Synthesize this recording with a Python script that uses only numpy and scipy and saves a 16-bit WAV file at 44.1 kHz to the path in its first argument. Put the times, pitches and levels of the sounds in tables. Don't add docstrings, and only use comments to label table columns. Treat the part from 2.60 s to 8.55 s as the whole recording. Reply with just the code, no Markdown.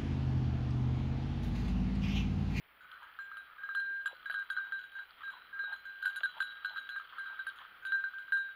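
import sys
import numpy as np
from scipy import signal
from scipy.fft import rfft, irfft
from scipy.io import wavfile
from scipy.ndimage import uniform_filter1d

SR = 44100
rng = np.random.default_rng(int(sys.argv[2]) if len(sys.argv) > 2 else 0)


def generate_wav(signal):
    frames = np.transpose(np.atleast_2d(signal))
    scaled = np.clip(frames, -1, 1) * 32767
    pcm = np.round(scaled).astype(np.int16)
    wavfile.write(sys.argv[1], SR, pcm)


N = 262395
T = np.arange(N) / SR

# start_s, ring_db, rim_place_deg, fade_db_per_s, tick_db, clack_db
CONTACTS = [(0.207, -48, 42, 24, -65, -61), (0.316, -42, 140, 136, -49, -48),
            (0.428, -47, 74, 302, -56, -45), (0.588, -38, 82, 113, -52.5, -39.5),
            (0.715, -42.5, 71, 64, -61, -39), (0.769, -39.5, 160, 160, -48.5, -42),
            (0.983, -43.5, 110, 51, -72, -53), (1.034, -34.5, 100.7, 254, -59, -44),
            (1.089, -33, 175, 170.5, -57, -35), (1.149, -29.5, 79, 31, -39.5, -36),
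            (1.199, -33.5, 89, 17.5, -51, -50), (1.41, -38, 78, 184, -69, -63),
            (1.458, -24.5, 110, 256, -37, -36.5), (1.476, -40.5, 95, 253, -43.5, -43),
            (1.549, -47.5, 136, 16, -56.5, -64), (1.657, -31, 113, 421, -48.5, -43.5),
            (1.698, -24.5, 61, 546.5, -45, -62), (1.724, -40.5, 28, 23, -47, -42),
            (1.742, -28.5, 60.4, 18, -46.5, -39), (1.787, -32.5, 98, 42, -51, -43),
            (1.825, -41, 127, 283, -54, -55), (1.901, -27, 110, 304.5, -39.5, -39),
            (1.93, -39, 123, 58, -48.5, -63), (1.966, -24.5, 146, 41.5, -49, -46),
            (1.986, -33.5, 168, 105, -56, -37), (2.046, -38.5, 116, 116, -61.5, -58),
            (2.121, -31.5, 3, 125, -46, -42), (2.191, -34.5, 35, 216.5, -51.5, -62),
            (2.239, -40, 109, 270, -55.5, -59), (2.318, -51.5, 166, 18, -60, -70),
            (2.352, -41.5, 175.0, 10, -62.5, -54), (2.389, -34.5, 114, 226.5, -54, -47),
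            (2.437, -54.5, 131.0, 22, -69, -59), (2.633, -41, 176, -43, -55, -54),
            (2.678, -36.5, 175, 96.5, -58, -44), (2.702, -45, 130.0, 25, -52, -45.5),
            (2.927, -41.5, 85.8, 9.5, -75.5, -57), (2.991, -32.5, 86, 75, -52, -47),
            (3.04, -33, 113.5, 90, -59, -43.5), (3.125, -31.5, 15.8, 150, -49.5, -45),
            (3.137, -37, 12, 352, -50.5, -51), (3.162, -47.5, 75, 150, -58, -48.5),
            (3.253, -39.5, 23, 47, -52.5, -63.5), (3.424, -30.5, 31.3, 19.5, -42.5, -43),
            (3.454, -20, 145, 57, -33, -58), (3.478, -32.5, 157, 20, -43, -50),
            (3.499, -41.5, 10, 13.5, -46, -52), (3.56, -30.5, 59, 19, -37.5, -59),
            (3.584, -46.5, 71, 252, -46.5, -60), (3.633, -25, 3.1, 70, -40, -50),
            (3.657, -27.5, 134.0, 231, -42.5, -45), (3.713, -55.5, 110, 20, -53, -62),
            (3.773, -51, 79, 298.5, -52, -50), (3.803, -25, 74, 203, -35.5, -32),
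            (3.823, -33, 34, 62, -37.5, -59), (3.912, -43, 114.4, 38, -57, -66.5),
            (4.046, -24, 149, 266, -44, -40), (4.0564, -28, 145, 201, -44, -43),
            (4.132, -44.5, 116, 13, -55.5, -77), (4.16, -36, 71, 28, -51, -37.5),
            (4.17, -34, 59.4, 15, -44, -40), (4.179, -30, 66.6, 109, -46.5, -44),
            (4.188, -45, 106, 26, -50, -65), (4.274, -75, 106, 34, -60, -65),
            (4.29, -37, 25.7, 6, -40, -68), (4.361, -34.5, 177, 24.5, -51, -38.5),
            (4.382, -48.5, 140, 150.5, -56, -65), (4.398, -44.5, 96, 105.5, -56, -37.5),
            (4.41, -49.5, 88.7, 139, -68, -43), (4.583, -35.5, 84, 125, -51.5, -37),
            (4.659, -36.5, 159.5, 94, -55.5, -41), (4.791, -32, 99, 427, -57, -55),
            (4.867, -31, 174, 150.5, -44.5, -38.5), (4.89, -45, 162, 399.5, -49, -62),
            (4.958, -50, 33, 24.5, -51, -53), (5.222, -43, 19.6, 135.5, -79, -60),
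            (5.251, -34, 10.7, 13, -42.5, -45.5), (5.268, -33, 4.7, 109, -44.5, -49),
            (5.32, -26, 82, 15.5, -46.5, -41), (5.355, -32, 82, 40.5, -54, -47),
            (5.402, -38.5, 66, 99.5, -59.5, -57), (5.438, -26, 75.6, 222, -53, -41.5),
            (5.486, -43.5, 142, 17.5, -57.5, -61), (5.535, -40, 12.8, 15, -71, -46),
            (5.584, -35, 155, 172.5, -53, -49), (5.68, -42.5, 8.2, 372, -64, -49.5),
            (5.721, -24, 13.5, 61, -42, -46), (5.771, -27, 96, 137, -46, -42.5),
            (5.887, -37, 107, 261, -68, -62)]
# centre_hz, width_hz, relative_db
STEMS = [(800, 230, -18), (1329, 430, 11.5), (1580, 965, 0.5)]
# centre_hz, width_hz, relative_db
MICROPHONE = [(2040, 140, -17.5), (3114, 630, 4), (4430, 690, -14.5)]


def undb(db):
    return 10 ** (np.asarray(db) / 20)


def level(x, db):
    return x * undb(db) / np.sqrt(np.mean(x ** 2))


def walk(rate_hz):
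    hold = int(SR / rate_hz)
    held = np.repeat(rng.standard_normal(N // hold + 1), hold)
    slewed = uniform_filter1d(uniform_filter1d(held, hold), hold)
    return 1.3 * slewed[:N]


def band(x, hz, width_hz):
    b, a = signal.iirpeak(hz, hz / width_hz, SR)
    return signal.lfilter(b, a, signal.lfilter(b, a, x))


def body(x, peaks):
    return sum((-1) ** k * undb(db) * band(x, hz, width_hz) for k, (hz, width_hz, db) in enumerate(peaks))


def dull(x):
    return signal.sosfilt(signal.butter(6, 5300, fs=SR, output="sos"), x)


def spikes(start_s, size):
    x = np.zeros(N)
    np.add.at(x, (np.asarray(start_s) * SR).astype(int), size)
    return x


def crack(start_s, db, tail_s):
    envelope = signal.lfilter([1], [1, -np.exp(-1 / (tail_s * SR))], spikes(start_s, undb(db)))
    return envelope * rng.standard_normal(N)


def camera_hiss():
    # hz, relative_db_per_hz
    spectrum = [(30, -15), (300, -16.5), (550, -13.5), (1690, -7), (2400, -7.5), (5500, -36.5),
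                (6100, -51.5), (8500, -41), (10500, -30), (13500, -32), (15000, -27), (15700, -35)]
    hz, db = np.transpose(spectrum)
    bin_hz = np.maximum(np.arange(N // 2 + 1) * SR / N, 1)
    gain = undb(np.interp(np.log(bin_hz), np.log(hz), db))
    hiss = irfft(rfft(rng.standard_normal(N)) * gain, N)
    low = band(hiss, 200, 600)
    gusty = hiss + low * (undb(2.5 * walk(6.4)) - 1)
    return level(gusty, -65.5) * undb(.7 * walk(5))


def mains_hum():
    # hz, rms_db
    partials = [(60, -86)]
    return sum(np.sqrt(2) * undb(db) * np.sin(2 * np.pi * hz * T) for hz, db in partials)


def camera_whine():
    # tone_hz, flip_cycles_hz, rms_db
    tone_hz, flip_hz, db = (14984.5, 45.8, -80)
    wander = np.cumsum(5 * walk(15)) / SR
    tone = np.sin(2 * np.pi * (tone_hz * T + wander))
    return level(tone * np.sign(np.sin(2 * np.pi * flip_hz * T)), db)


def crackle(rate_hz, spread_db, tail_s):
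    count = int(rate_hz * N / SR)
    start_s = rng.uniform(0, (N - 1) / SR, count)
    return crack(start_s, spread_db * rng.exponential(size=count), tail_s)


def rustle():
    # time_s, thick_stems_db, thin_fronds_db
    brushing = [(0, -74.5, -78), (.4, -55.5, -68), (0.701, -61.5, -70.5), (1.099, -57.5, -70),
                (1.35, -69, -70.5), (1.699, -56.5, -66), (2.5, -66.5, -68), (3.001, -57, -70),
                (3.3, -67, -68), (3.549, -55, -61.5), (4.25, -62.5, -65.5), (4.601, -53, -62.5),
                (5.15, -60, -68), (5.95, -65.5, -69)]
    time_s, stems_db, fronds_db = np.transpose(brushing)
    stems = level(body(crackle(900, 1.7, .004), STEMS), 0)
    fronds = level(body(crackle(1500, 0.99, 0.00056), MICROPHONE), 0)
    return stems * undb(np.interp(T, time_s, stems_db)) + fronds * undb(np.interp(T, time_s, fronds_db))


def twins(place_deg, lobes):
    node_leak = 0.018
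    turn = lobes * np.radians(place_deg)
    return 10 * np.log10(np.array([np.cos(turn), np.sin(turn)]) ** 2 + node_leak ** 2)


def bell_modes():
    # hz, relative_db, extra_fade_db_per_s
    pairs = [(1584.5, 0.5, -3), (1483, -7, 56.5), (3856, -0.5, 16), (4004, -5, 16.5)]
    # hz, relative_db, db_per_tick_db
    treble = [(6590, -11, 0.7), (6700, -11.5, 0.4), (6900, -14.5, 1), (7330, -4.5, 1.28), (9950, 2, 1.53),
              (10340, 1, 1.1), (10550, -0.5, 1.43), (11000, -7, 0.4), (11450, 0, 1), (12700, -7, 0.8),
              (14300, -9, 0.5), (14650, -8.5, 1.6)]
    # time_s, level_db
    upper_level = [(.2, -7), (.7, -2.5), (1.3, 0), (1.6, -2.5), (2.4, 2), (3.05, 6.5), (3.45, -2.5),
                   (3.7, 4.5), (4.2, 6), (4.45, 0.5), (4.8, 4.5), (5.1, -11), (5.3, 4), (5.55, -4),
                   (5.8, 3)]
    start_s, low_db, place_deg, low_fade, tick_db, _ = np.transpose(CONTACTS)

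    high_db = -20.5 + 0.4 * low_db + 0.42 * tick_db + np.interp(start_s, *np.transpose(upper_level))
    upper_axis_deg = 50
    pair_db = [*(low_db + twins(place_deg, 2)), *(high_db + twins(place_deg - upper_axis_deg, 3))]
    high_fade = 35 + 0.51 * low_fade
    pair_fade = (low_fade, low_fade, high_fade, high_fade)
    modes = [(hz, db + own_db, fade + own_fade)
             for (hz, own_db, own_fade), db, fade in zip(pairs, pair_db, pair_fade)]

    fade_per_khz, scatter_db = 42, 5.5
    sharp_db = tick_db + 45
    for hz, own_db, growth in treble:
        chance = rng.standard_normal(len(start_s))
        mode_db = own_db - 77 + growth * sharp_db + scatter_db * chance
        modes.append((hz, mode_db, fade_per_khz * hz / 1000 * undb(-.5 * chance)))

    blow_s = .001 * undb(np.clip(.6 * (pair_db[0] - tick_db - 19), -3, 12))
    return modes, blow_s


def ring_mode(hz, db, fade, blow_s, turns):
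    start_s = np.transpose(CONTACTS)[0]
    hit = np.searchsorted(start_s, T) - 1
    since_s = np.abs(T - start_s[hit])
    left_db = np.r_[-np.inf, db[:-1] - fade[:-1] * np.diff(start_s)]
    struck = db > left_db + 3.0
    phase = np.exp(1j * np.cumsum(rng.uniform(0, 2 * np.pi, len(start_s)) * struck))

    settle_s = np.where(struck, np.maximum(blow_s, hz * 1.5e-7), .006)
    push = 2 * since_s / settle_s[hit]
    step = undb(left_db) * np.roll(phase, 1) - undb(db) * phase
    fading = undb(db[hit] - fade[hit] * since_s) * phase[hit]
    size = fading + step[hit] * (1 + push) * np.exp(-push)

    detune = .004 * rng.standard_normal(len(start_s))
    loaded = 2 * np.pi * np.cumsum(detune[hit]) / SR
    facing = undb(np.clip(hz / 1500, 1, 5) * walk(35 + hz / 70))
    return (hit >= 0) * facing * np.imag(size * np.exp(1j * hz * (turns + loaded)))


def bell_ring():
    # time_s, pitch_hz
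    pitch = [(.59, 1595), (.9, 1589), (1.0, 1596), (1.45, 1600), (1.75, 1603), (2.016, 1585), (2.95, 1596),
             (3.85, 1591), (4.096, 1593), (4.6, 1583), (5.26, 1569), (5.41, 1580), (5.95, 1583)]
    modes, blow_s = bell_modes()
    loudest_hz = modes[0][0]
    shift = np.interp(T, *np.transpose(pitch)) / loudest_hz + 0.002 * walk(25)
    turns = 2 * np.pi * np.cumsum(shift) / SR
    return sum(ring_mode(hz, db, fade, blow_s, turns) for hz, db, fade in modes)


def clapper():
    # centre_hz, width_hz
    cavity = (1293, 203)
    start_s, _, _, _, tick_db, clack_db = np.transpose(CONTACTS)
    bounce_s = start_s + rng.uniform(.008, .028, len(start_s))
    start_s = np.r_[start_s, bounce_s]
    tick_db = np.r_[tick_db, tick_db - 14]
    clack_db = np.r_[clack_db, clack_db - 9]

    tick = crack(start_s, tick_db, 0.0022) + 2.4 * spikes(start_s, undb(tick_db))
    coloured = undb(10.5) * dull(body(tick, MICROPHONE))
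    clack = undb(39.5) * band(spikes(start_s, undb(clack_db)), *cavity)
    top = undb(-17) * band(band(tick, 12500, 5000), 14000, 4000)
    middle = undb(-5.0) * band(tick, 4650, 570)
    return coloured + clack + top + middle


def panting():
    # middle_s, mouth_hz, rms_db
    huffs = [(0.444, 1048, -59), (1.512, 960, -59), (2.097, 944, -64), (2.399, 958, -62),
             (2.619, 1291, -55.5), (2.755, 1055, -53.5), (3.116, 924, -52.5), (3.484, 954, -60.5),
             (3.78, 938, -53.5), (4.117, 876, -60), (4.539, 1124, -59.5), (4.71, 998, -58.5),
             (5.022, 1204, -50.5)]
    huff_s = 0.097
    out = 0
    for middle_s, hz, db in huffs:
        air = rng.standard_normal(N) * undb(3.5 * walk(190))
        mouth = band(air, hz, 0.36 * hz)
        upper = undb(-3.5) * band(air, 1.38 * hz, 300)
        thin = undb(-10) * band(band(air, 3100, 980), 3100, 980)
        puff = np.cos(np.pi * np.clip((T - middle_s) / huff_s, -.5, .5))
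        out = out + puff * level(mouth + upper + thin, db)
    return out


def snapping_stalks():
    # start_s, level_db
    snaps = [(0.473, -60), (1.712, -36), (2.507, -41), (3.6053, -32.5), (4.0951, -39), (4.8995, -39),
             (4.9864, -40.5), (5.512, -47)]
    snap = crack(*np.transpose(snaps), 0.001)
    return undb(9.0) * body(snap, MICROPHONE) + undb(2.5) * body(snap, STEMS)


def paws():
    # start_s, level_db, pitch_hz, fade_s
    thuds = [(1.309, -56, 330, 0.0031), (1.529, -44.5, 530, 0.004), (1.699, -48, 676, 0.005),
             (3.0379, -45.5, 517, 0.0011), (3.61, -45.5, 672, .002)]
    out = 0
    for start_s, db, hz, fade_s in thuds:
        since_s = np.maximum(T - start_s, 0)
        knock = (T > start_s) * np.cos(2 * np.pi * hz * since_s) * np.exp(-since_s / fade_s)
        out = out + undb(db) * band(knock, hz, 2 * hz)
    return out


def trees(x):
    t = T[:SR // 2]
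    decay = np.exp(-np.log(1000) * t / 0.12)
    tail = rng.standard_normal(len(t)) * decay * np.minimum(t / 0.0009, 1)
    return signal.fftconvolve(x, tail / np.sqrt(np.sum(tail ** 2)))[:N] * undb(-19)


def scene():
    bell = bell_ring() + clapper()
    dog = bell + dull(rustle() + snapping_stalks() + paws() + panting())
    camera = camera_hiss() + mains_hum() + camera_whine()
    return (dog + trees(dog) + camera)[None]


def record(dry):
    return signal.sosfilt(signal.ellip(12, .2, 80, 15780, fs=SR, output="sos"), dry)


dry = scene()
out = record(dry)
generate_wav(out)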